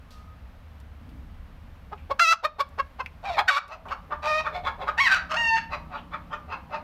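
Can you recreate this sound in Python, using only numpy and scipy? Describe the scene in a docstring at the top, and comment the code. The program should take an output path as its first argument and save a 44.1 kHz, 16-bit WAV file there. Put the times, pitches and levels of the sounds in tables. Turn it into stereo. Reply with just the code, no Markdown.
"""Soft air and a low rumble, a far bird's faint note, a few small taps; then a hen clucks in a wooden nest box.
She squawks, steps out into the coop and cackles on from farther off as a distant motor hums past.
Her syrinx pulses and puffs of air pass throat and beak, breaking between clean notes and hoarse rasps.
First the box rings with her voice, then the coop echoes it; a limiter ducks the loudest cries."""
import sys
import numpy as np
from scipy import signal
from scipy.fft import rfft, irfft, next_fast_len
from scipy.io import wavfile
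from scipy.ndimage import uniform_filter1d, minimum_filter1d, map_coordinates

SR = 44100
rng = np.random.default_rng(int(sys.argv[2]) if len(sys.argv) > 2 else 0)


def inscribe(sig):
    """Save sig as 16-bit PCM at rate SR to the path in sys.argv[1].

    A 1-D sig is mono; a 2-D sig holds one channel per row.
    Samples are clipped to [-1, 1] before scaling.
    """
    pcm = np.round(np.clip(np.atleast_2d(sig).T, -1, 1) * 32767)
    wavfile.write(sys.argv[1], SR, pcm.astype(np.int16))


N = 301574
TIME = np.arange(N) / SR
EDGE_HZ = 15900  # upper band limit
RISES_S, LEAVES_S, MOVE_WIDTH_S = 3.225, 3.586, 0.3  # she gets up, then clears the box; tanh width of each move
MOTOR_NEAREST_S = 5.71


def amp(db):
    """Decibels to gain."""
    return 10 ** (np.asarray(db) / 20)


def unit(x):
    """Scales to rms 1."""
    return x / np.sqrt(np.mean(x ** 2) + 1e-20)


def curves(rows, t):
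    """The columns of a time table, read at times t."""
    s, *columns = np.transpose(rows)
    return [np.interp(t, s, c) for c in columns]


def read(points, hz):
    """A spectrum table on a log-frequency axis."""
    f, value = np.transpose(points)
    return np.interp(np.log(hz + 1), np.log(f), value)


def colour(x, points):
    """Filters x by a spectrum table."""
    size = next_fast_len(len(x) + 1024)
    gain = amp(read(points, np.fft.rfftfreq(size, 1 / SR)))
    return irfft(rfft(x, size) * gain, size)[:len(x)]


def wander(size, rate_hz):
    """Smooth chance of rms 1, no faster than about rate_hz."""
    knots = rng.standard_normal(4096)
    return unit(map_coordinates(knots, [np.arange(size) * rate_hz * 2 / SR], order=3, mode="wrap"))


def step(t, at_s, width_s):
    """A smooth move from 0 to 1 around a moment."""
    return 0.5 + 0.5 * np.tanh((t - at_s) / width_s)


def bell(at_s, width_s):
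    """A smooth swell to 1 and back; the half width is to 1/e."""
    return np.exp(-((TIME - at_s) / width_s) ** 2)


def resonate(x, hz, width_hz):
    """A resonance of gain 1 that follows hz: shift down to 0 Hz, lowpass, shift back."""
    turn = np.exp(2j * np.pi * np.cumsum(hz * np.ones(len(x))) / SR)
    r = np.exp(-np.pi * width_hz / SR)
    return 2 * (turn * signal.lfilter([1 - r], [1, -r], x / turn + 1e-18)).real


def formant(x, hz, width_hz):
    """A resonance applied twice, for steep skirts."""
    return resonate(resonate(x, hz, width_hz), hz, width_hz)


def add(mix, s, sound):
    """Mixes a sound in at time s."""
    part = mix[round(s * SR):][:len(sound)]
    part += sound[:len(part)]


# relative spectrum of outdoor air: freq_hz [Hz], density_db [dB per Hz]
AIR_SPECTRUM = [(70, -34.5), (125, -8), (156, -2), (258, -8.5), (357, -20.5), (503, -13.5), (1200, -15.5),
                (2790, -24), (3850, -29.5), (4750, -33.5), (7500, -42.5), (10000, -43.5), (13000, -38.5),
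                (15500, -48)]
# relative spectrum of the rumble: freq_hz [Hz], gain_db [dB]
RUMBLE_SPECTRUM = [(15, -42), (28, 3.5), (46, 1), (75, 8), (98, -1.5), (122, -12), (160, -18.5), (250, -16),
                   (400, -49.5), (1000, -86)]
# broad swells of the rumble: peak_s [s], half_width_s [s], swell_db [dB]
RUMBLE_GUSTS = [(1.4, 1, 5.5), (4.85, 0.29, 4.5), (5.8, .4, 3)]
# relative spectrum of the drone: freq_hz [Hz], gain_db [dB]
DRONE_SPECTRUM = [(100, -17), (150, 6), (200, -4), (260, -0.5), (400, -20), (1200, -50.5)]
AIR_DB, RUMBLE_DB, RUMBLE_WANDER_DB = -55.5, -48.5, 0.1
DRONE_DB, DRONE_SWELL_S = -56.5, 2.2
BUMP_S, BUMP_WIDTH_S, BUMP_DB = 1.16, 0.15, -48.5  # brief early swell of the drone


def background(linger_s=0.93):
    """Coloured noises: outdoor air, swelling rumble, and a drone that comes with the motor but slower."""
    air = amp(AIR_DB + 0.17 * wander(N, 6.4)) * unit(colour(rng.standard_normal(N), AIR_SPECTRUM))

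    gusts_db = sum(db * bell(s, width_s) for s, width_s, db in RUMBLE_GUSTS)
    rumble_db = RUMBLE_DB + gusts_db + RUMBLE_WANDER_DB * wander(N, 1.49)
    rumble = amp(rumble_db) * unit(colour(rng.standard_normal(N), RUMBLE_SPECTRUM))

    drone_gain = amp(DRONE_DB) * bell(MOTOR_NEAREST_S + linger_s, DRONE_SWELL_S)
    drone_gain += amp(BUMP_DB) * bell(BUMP_S, BUMP_WIDTH_S)
    drone = drone_gain * unit(colour(rng.standard_normal(N), DRONE_SPECTRUM))
    return air + rumble + drone


def far_call(start_s=0.0404, length_s=0.366, hz=1250, db=-59):
    """A faint note from another bird far away: noise blurred around one pitch."""
    out, size = np.zeros(N), round(length_s * SR)
    note = unit(formant(rng.standard_normal(size), hz, 27))
    add(out, start_s, amp(db) * note * signal.windows.tukey(size, 0.4))
    return out


# taps, scuffs and soft thuds, and a faint far call at 1.976 s:
# start_s [s], level_db [dB before decay], centre_hz [Hz], width_hz [Hz], decay_s [s to 1/e]
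TAP_EVENTS = [(0.106, -56, 4150, 3500, 0.066), (0.801, -59.5, 5000, 6000, 0.0061),
              (1.091, -59.5, 3500, 4000, .01), (1.976, -57, 2440, 800, .05),
              (2.689, -62, 6920, 7000, 0.0054), (3.061, -24, 2260, 900, 0.0023),
              (3.679, -51, 5000, 6070, 0.0071), (3.855, -39, 822, 600, 0.044), (3.86, -53, 240, 70, 0.026),
              (3.884, -46, 2500, 1300, 0.022), (4.091, -51, 230, 69, 0.044), (5.97, -49, 2952, 700, 0.023)]


def taps():
    """Short dying bursts of noise in one broad resonance: taps, scuffs, thuds and one faint far call."""
    out, t = np.zeros(N), np.arange(SR // 2) / SR
    for start_s, level_db, centre_hz, width_hz, decay_s in TAP_EVENTS:
        noise = colour(rng.standard_normal(len(t)), VOICE_SPECTRUM)
        burst = unit(formant(noise, centre_hz, width_hz))
        add(out, start_s, amp(level_db) * burst * np.exp(-t / decay_s))
    return out


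# windpipe and beak resonances above the moving throat, before each call's factors:
# freq_hz [Hz], width_hz [Hz], gain_db [dB]
BEAK_RESONANCES = [(1983, 205, -1.5), (2549, 318, -0.5), (4130, 430, -6), (4640, 794, -10.5),
                   (5725, 440, -15.5)]
# overall colour of the voice: freq_hz [Hz], gain_db [dB]
VOICE_SPECTRUM = [(150, -57.5), (330, -10), (550, -3), (1200, 2), (4000, -4.5), (6500, -5), (9000, -4),
                  (13000, 3), (16000, -5.5)]


def voice(level_db, hz, rough, throat_hz, bright_db, fundamental_db, beak=1, damping=1, jitter=0.048,
          rasp=0.41, rasp_hz=130, breath=0.9, throat_width_hz=560, leak_db=-45, split=0.73):
    """Syrinx pulses and puffs of air pass throat and beak; a hoarse voice jitters and rattles."""
    size, rough = len(hz), np.clip(rough, 0, 1)
    turns = np.cumsum(hz * (1 + (0.0012 + jitter * rough) * wander(size, 240))) / SR

    pulses = np.zeros(size)
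    for k in range(1, 30):
        phase = 2 * np.pi * k * turns - np.pi * k ** 2 / 10  # the long windpipe spreads each pulse
        pulses += np.cos(phase) * (k * hz < EDGE_HZ) / k ** 0.14
    pulses = unit(pulses)
    # strong and weak pulses alternate: lines at half the pitch
    pulses *= 1 + np.minimum(split * rough, 0.8) * np.cos(np.pi * turns)

    # air escapes once a cycle
    puffs = unit((0.4 + np.exp(-(turns % 1) / 0.14)) * rng.standard_normal(size))
    drive = (1 - 0.79 * rough) * pulses + (0.019 + breath * rough) * puffs

    rattle_turns = np.cumsum(rasp_hz * (1 + 0.17 * wander(size, 40.4))) / SR
    rattle = 1 + rasp * rough * np.sin(2 * np.pi * rattle_turns)

    low = formant(drive, throat_hz, throat_width_hz) + amp(fundamental_db) * formant(drive, hz, 400)
    high = amp(leak_db) * drive
    for freq_hz, width_hz, gain_db in BEAK_RESONANCES:
        high = high + amp(gain_db) * formant(drive, freq_hz * beak, width_hz * damping)
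    sound = colour(low + amp(bright_db) * high, VOICE_SPECTRUM)

    # level the short-term power, so that level_db and the rattle shape it
    steady = sound / np.sqrt(abs(uniform_filter1d(sound ** 2, size=260)) + 1e-9)
    return amp(level_db) * steady * rattle * signal.windows.tukey(size, 260 / size)


# clucks: peak_s [s], level_db [dB, relative], top_pitch_hz [Hz], length_s [s], throat_hz [Hz],
# bright_db [dB, relative], beak [factor on beak resonances]
CLUCK_EVENTS = [(1.933, -31.5, 431, 0.037, 905, -31, 1.02), (2.116, -23.5, 559, 0.039, 814, -7.5, 0.86),
                (2.454, -10, 623, 0.045, 1077, -2, 0.898), (2.609, -16, 579, 0.045, 1200, -3, 0.88),
                (2.801, -21, 555, 0.043, 1196, -8.5, 1.07), (3.008, -25, 528, 0.042, 1060, -2.5, 1.05),
                (3.395, -14.5, 846, .064, 1060, 1, 0.84), (3.727, -34.5, 655, 0.11, 955, -0.5, 1.02),
                (3.922, -27.5, 569, 0.065, 1127, -8, 1.08), (4.128, -26, 607, .06, 1120, -19.5, 1),
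                (4.471, -27.5, 605, 0.086, 1206, -6.5, .88), (4.56, -35.5, 736, .11, 725, 2.5, 0.87),
                (4.673, -26, 555, 0.088, 1090, -1, 0.83), (4.824, -33.5, 537, 0.1, 840, -4, 0.82),
                (4.888, -24, 605, 0.061, 1206, -5.5, 0.793), (5.737, -32, 606, .09, 1030, 1.5, 0.99),
                (5.951, -36.5, 567, 0.13, 1048, -4.5, 0.94), (6.143, -34.5, 616, 0.082, 1164, -3.5, 0.84),
                (6.336, -33.5, 605, 0.083, 1150, -6, 1.23), (6.527, -35.5, 539, 0.12, 1010, -2.5, 1.02),
                (6.743, -35, 603, 0.11, 950, -2.5, 1.02)]
# half-shut beak: freq_hz [Hz], gain_db [dB]
CLUCK_SPECTRUM = [(300, 7.5), (700, 3.5), (1200, -0.5), (2000, 1.5), (3700, 4), (5500, 0), (7000, 4.5),
                  (10000, 0.5), (14000, 3)]
# on the nest, then once she is up
CALM_RISE, ALARMED_RISE = 0.58, 0.48  # share of length spent swelling
CALM_ROUGH, ALARMED_ROUGH = 0.27, 0.64  # base roughness, 0-1


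def clucks(scoop=0.18, sag=0.05, closing_db=1.5, fundamental_db=-9):
    """Each cluck swells and shuts; pitch scoops up to its top, and the closing beak dulls the end."""
    out = np.zeros(N)
    for peak_s, level_db, top_hz, length_s, throat_hz, bright_db, beak in CLUCK_EVENTS:
        alarm = step(peak_s, RISES_S, MOVE_WIDTH_S)
        rise_s = length_s * (CALM_RISE + (ALARMED_RISE - CALM_RISE) * alarm)
        fall_s = length_s - rise_s
        t = np.arange(-rise_s, fall_s, 1 / SR)
        stage = 2.15 * t / np.where(t < 0, rise_s, fall_s)  # negative while it swells
        arch = 1 / (1 + np.where(t < 0, scoop, sag) * stage ** 2)

        rough = CALM_ROUGH + (ALARMED_ROUGH - CALM_ROUGH) * alarm
        hoarse = rough + 0.14 * np.maximum(-stage, 0)  # the note catches roughly
        shine_db = bright_db - 2.5 - 2.8 * stage ** 2 - closing_db * stage
        swell_db = level_db - 10 * abs(stage) ** 1.3
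        note = voice(swell_db, top_hz * arch, hoarse, throat_hz * arch, shine_db,
                     fundamental_db - 14 * rough, beak, damping=0.79, jitter=0.06, breath=0.95,
                     throat_width_hz=570, leak_db=-59)

        # only a sharp cluck reaches the top octave
        mellow = colour(note, [(5500, -1.0), (6800, -16.5)])
        add(out, peak_s + t[0], mellow + amp(-1.5 + 0.84 * bright_db) * (note - mellow))
    return colour(out, CLUCK_SPECTRUM)


# squawks: clears_s [s], breaks_s [s], rough [0-1], push_db [dB], throat [multiple of pitch],
# beak [factor on beak resonances], bright_db [dB], opening_db [dB brightness per s], fundamental_db [dB]
SQUAWK_EVENTS = [(2.205, 2.328, .04, 11.5, 2.03, 1.019, -0.5, 15, -26.5),
                 (3.259, 3.38, 0.52, -3.5, 1.15, 0.92, 5, 12, 2),
                 (3.488, 3.575, 0.43, 11, 2.2, 0.9, -1, -8, -20.5),
                 (4.273, 4.401, 0.18, -.5, 1.55, .96, 3, 9, -4),
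                 (4.988, 5.069, 0.2, -2.5, 2.02, 0.96, 0.5, 8, -9),
                 (5.364, 5.567, 0.08, -1.5, 1.97, 1.067, 1, -10, -7.5)]
# course of each squawk: time_s [s], level_db [dB before push], pitch_hz [Hz]
SQUAWK_COURSES = [
    [(2.199, -13, 670.5), (2.225, -8.5, 692), (2.263, -24.5, 637), (2.289, -18, 663.4), (2.305, -22, 653.7),
     (2.327, -9.5, 685.5), (2.341, -28, 585)],
    [(3.24, -35.5, 677), (3.258, -28.5, 802), (3.294, -26.5, 785), (3.304, -24, 681), (3.33, -30.5, 697),
     (3.36, -33, 606)],
    [(3.484, -22.5, 716.7), (3.496, -10, 770), (3.506, -19, 573.5), (3.55, -26.5, 549.7),
     (3.556, -27, 569.4), (3.57, -18, 569.6), (3.588, -25.5, 614)],
    [(4.232, -33.5, 597.3), (4.264, -24.5, 615), (4.322, -24.5, 615.8), (4.404, -27, 621.0),
     (4.412, -32, 611)],
    [(4.982, -19, 891.2), (4.994, -15, 920.7), (5.008, -12.5, 1128), (5.036, -24.5, 1086),
     (5.064, -14.5, 982.3), (5.078, -12, 860.2), (5.092, -24.5, 804.3), (5.124, -12, 760.8),
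     (5.152, -19.5, 740.0), (5.17, -23, 655.5), (5.18, -29, 639.8)],
    [(5.3, -38, 612.2), (5.32, -21.5, 626.4), (5.336, -33, 628), (5.346, -19.5, 657), (5.354, -32, 698),
     (5.372, -22.5, 935.6), (5.396, -23, 936.4), (5.5, -22.5, 901.4), (5.548, -18.5, 902.6),
     (5.585, -26, 897.4)],
]
# wide-open beak: freq_hz [Hz], gain_db [dB]
SQUAWK_SPECTRUM = [(350, -5.5), (640, 2), (1000, -0.5), (2000, -3), (3200, 4), (5000, -0.5), (7500, 4.5),
                   (10000, -1.5), (14000, -6.5)]
ATTACK_S, RELEASE_S, EDGE_DB = 0.011, 0.014, -48.5  # around each course; level at its outer ends
CLEAR_WIDTH_S, FRAY_WIDTH_S = 0.0028, 0.01  # tanh widths of clearing and breaking
HOARSE = 0.75  # roughness (0-1) outside the clear note
HOARSE_BRIGHT_DB, BROKEN_FUNDAMENTAL_DB = -7.5, -15.5  # hoarse is duller; broken loses its fundamental
STRAIN_TILT = 1  # dB of brightness lost per dB of swell in the clear note


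def squawks():
    """Long cries break in hoarsely, clear into a note and break again; throat stays tuned to pitch."""
    out = np.zeros(N)
    for event, course in zip(SQUAWK_EVENTS, SQUAWK_COURSES):
        clears_s, breaks_s, rough, push_db, throat, beak, bright_db, opening_db, fundamental_db = event
        start_s, end_s = course[0][0], course[-1][0]
        t = np.arange(start_s - ATTACK_S, end_s + RELEASE_S, 1 / SR)
        level_db, hz = [uniform_filter1d(c, size=200) for c in curves(course, t)]
        edge = np.maximum((start_s - t) / ATTACK_S, 0) + np.maximum((t - end_s) / RELEASE_S, 0)
        edged_db = (level_db + push_db) * (1 - edge) + EDGE_DB * edge

        broken = step(t, breaks_s, FRAY_WIDTH_S)
        clear = step(t, clears_s, CLEAR_WIDTH_S) * (1 - broken)
        hoarse = HOARSE + (rough - HOARSE) * clear
        low_db = fundamental_db + BROKEN_FUNDAMENTAL_DB * broken
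        shine_db = bright_db + opening_db * (t - t.mean()) + HOARSE_BRIGHT_DB * (1 - clear)
        shine_db = shine_db - STRAIN_TILT * clear * (level_db - np.median(level_db))

        cry = voice(edged_db, hz, hoarse, throat * hz, shine_db, low_db, beak, rasp=0.42, rasp_hz=122.15)
        add(out, t[0], cry)
    return colour(out, SQUAWK_SPECTRUM)


def dulled(x, treble_db):
    """Splits off the treble and sets its level, which follows her distance and the turn of her head."""
    body = colour(x, [(2500, 0), (4500, -8), (9000, -25)])
    return body + amp(treble_db) * (x - body)


def echo(x, decays, build_s):
    """Diffuse echo: sparse taps of random sign, each band dying at its own speed."""
    spikes = rng.choice([-1.0, 1.0], SR // 2) * (rng.random(SR // 2) < 0.08)
    hz, t, z = signal.stft(spikes, SR, nperseg=256)
    decay = amp(-60 * t / read(decays, hz)[:, None])
    tail = signal.istft(z * decay * (1 - np.exp(-t / build_s)), SR, nperseg=256)[1]
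    return signal.fftconvolve(x, tail / np.linalg.norm(tail))[:N]


# distant motor: time_s [s], firing_rate_hz [Hz]
MOTOR_FIRING = [(4.4, 31), (4.95, 33.95), (5.45, 34.93), (5.9, 31.4), (6.15, 28.17), (6.5, 29.6),
                (6.84, 29.1)]
# exhaust that rings low: freq_hz [Hz], harmonic_db [dB, before waver and pass]
EXHAUST_RESPONSE = [(100, -61.5), (130, -81), (158, -50), (174, -51.5), (200, -63.5), (245, -61),
                    (310, -65), (370, -81)]
MOTOR_PASS_S = 0.58  # 3 dB down this long before and after the nearest point


def motor(waver_db=1.5):
    """A distant motor passes and eases off; its harmonics slide through the exhaust's resonance."""
    rate_hz, = curves(MOTOR_FIRING, TIME)
    turns = np.cumsum(rate_hz) / SR
    hum = np.zeros(N)
    for k in range(3, 12):
        gain = amp(read(EXHAUST_RESPONSE, k * rate_hz) + waver_db * wander(N, 5))
        hum += gain * unit(np.sin(2 * np.pi * (k * turns + rng.random())))
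    return hum / np.hypot(1, (TIME - MOTOR_NEAREST_S) / MOTOR_PASS_S)


# level of her treble as she turns and moves: time_s [s], treble_db [dB]
TREBLE_COURSE = [(2.2, 6), (2.6, 8.5), (3.05, -6.5), (3.5, 1.5), (4.3, -2), (5.1, 0), (5.55, -5), (6.7, -9)]
# echoes off near boards: delay_s [s], gain [linear]
BOARD_ECHOES = [(.0031, 0.069), (.0087, -0.08), (0.0133, -.13), (0.0211, -0.011)]
# scatter off near walls: freq_hz [Hz], t60_s [s]
WALL_DECAYS = [(300, 0.12), (1200, 0.11), (5000, 0.072), (12000, 0.054)]
# echo of the coop: freq_hz [Hz], t60_s [s]
COOP_DECAYS = [(300, 0.76), (1200, 0.35), (2700, 0.27), (5000, 0.28), (12000, 0.12)]
IN_BOX_DB, IN_COOP_DB = (0, -12, -25.5), (-39.5, -5.5, -12.5)  # box ring, wall scatter, coop echo
RECEDE_DB_PER_S = 2  # outside, the echoes gain on her voice as she walks off


def scene(squawk_scatter_db=-8):
    """The hen with the ring of the box and the echoes of boards, walls and coop, over the background."""
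    outside = step(TIME, LEAVES_S, MOVE_WIDTH_S)
    away_db = RECEDE_DB_PER_S * np.maximum(TIME - LEAVES_S, 0)
    box_db, walls_db, coop_db = [a + (b - a) * outside + away_db for a, b in zip(IN_BOX_DB, IN_COOP_DB)]

    treble_db, = curves(TREBLE_COURSE, TIME)
    soft = dulled(clucks(), treble_db) + taps()
    loud = dulled(squawks(), treble_db)
    hen = soft + loud

    boards = sum(gain * np.interp(TIME - delay_s, TIME, hen, left=0) for delay_s, gain in BOARD_ECHOES)
    box = formant(hen * amp(box_db), 1112, 58)
    # squawks sound drier, with less near-wall scatter than clucks
    scattered = soft + amp(squawk_scatter_db) * loud
    walls = echo(scattered * amp(walls_db), WALL_DECAYS, 0.00043)
    coop = echo(hen * amp(coop_db), COOP_DECAYS, 0.012)

    mono = hen + boards + box + walls + coop + background() + motor() + far_call()
    return np.array([mono, mono])


def record(dry, limit_db=-9, recovery_db_per_s=35):
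    """A limiter falls at once on peaks and recovers slowly; then the band limit."""
    peak_db = 20 * np.log10(abs(dry).max(0) + 1e-9)
    recovery_db = recovery_db_per_s * TIME
    held_db = np.maximum.accumulate(peak_db + recovery_db) - recovery_db
    over_db = np.maximum(held_db - limit_db, 0)
    limited = dry * amp(uniform_filter1d(minimum_filter1d(-over_db, size=80), size=80))
    lowpass = signal.firwin(511, EDGE_HZ, window=("kaiser", 9), fs=SR)
    return signal.oaconvolve(limited, lowpass[None], "same")


dry = scene()
out = record(dry)
inscribe(out)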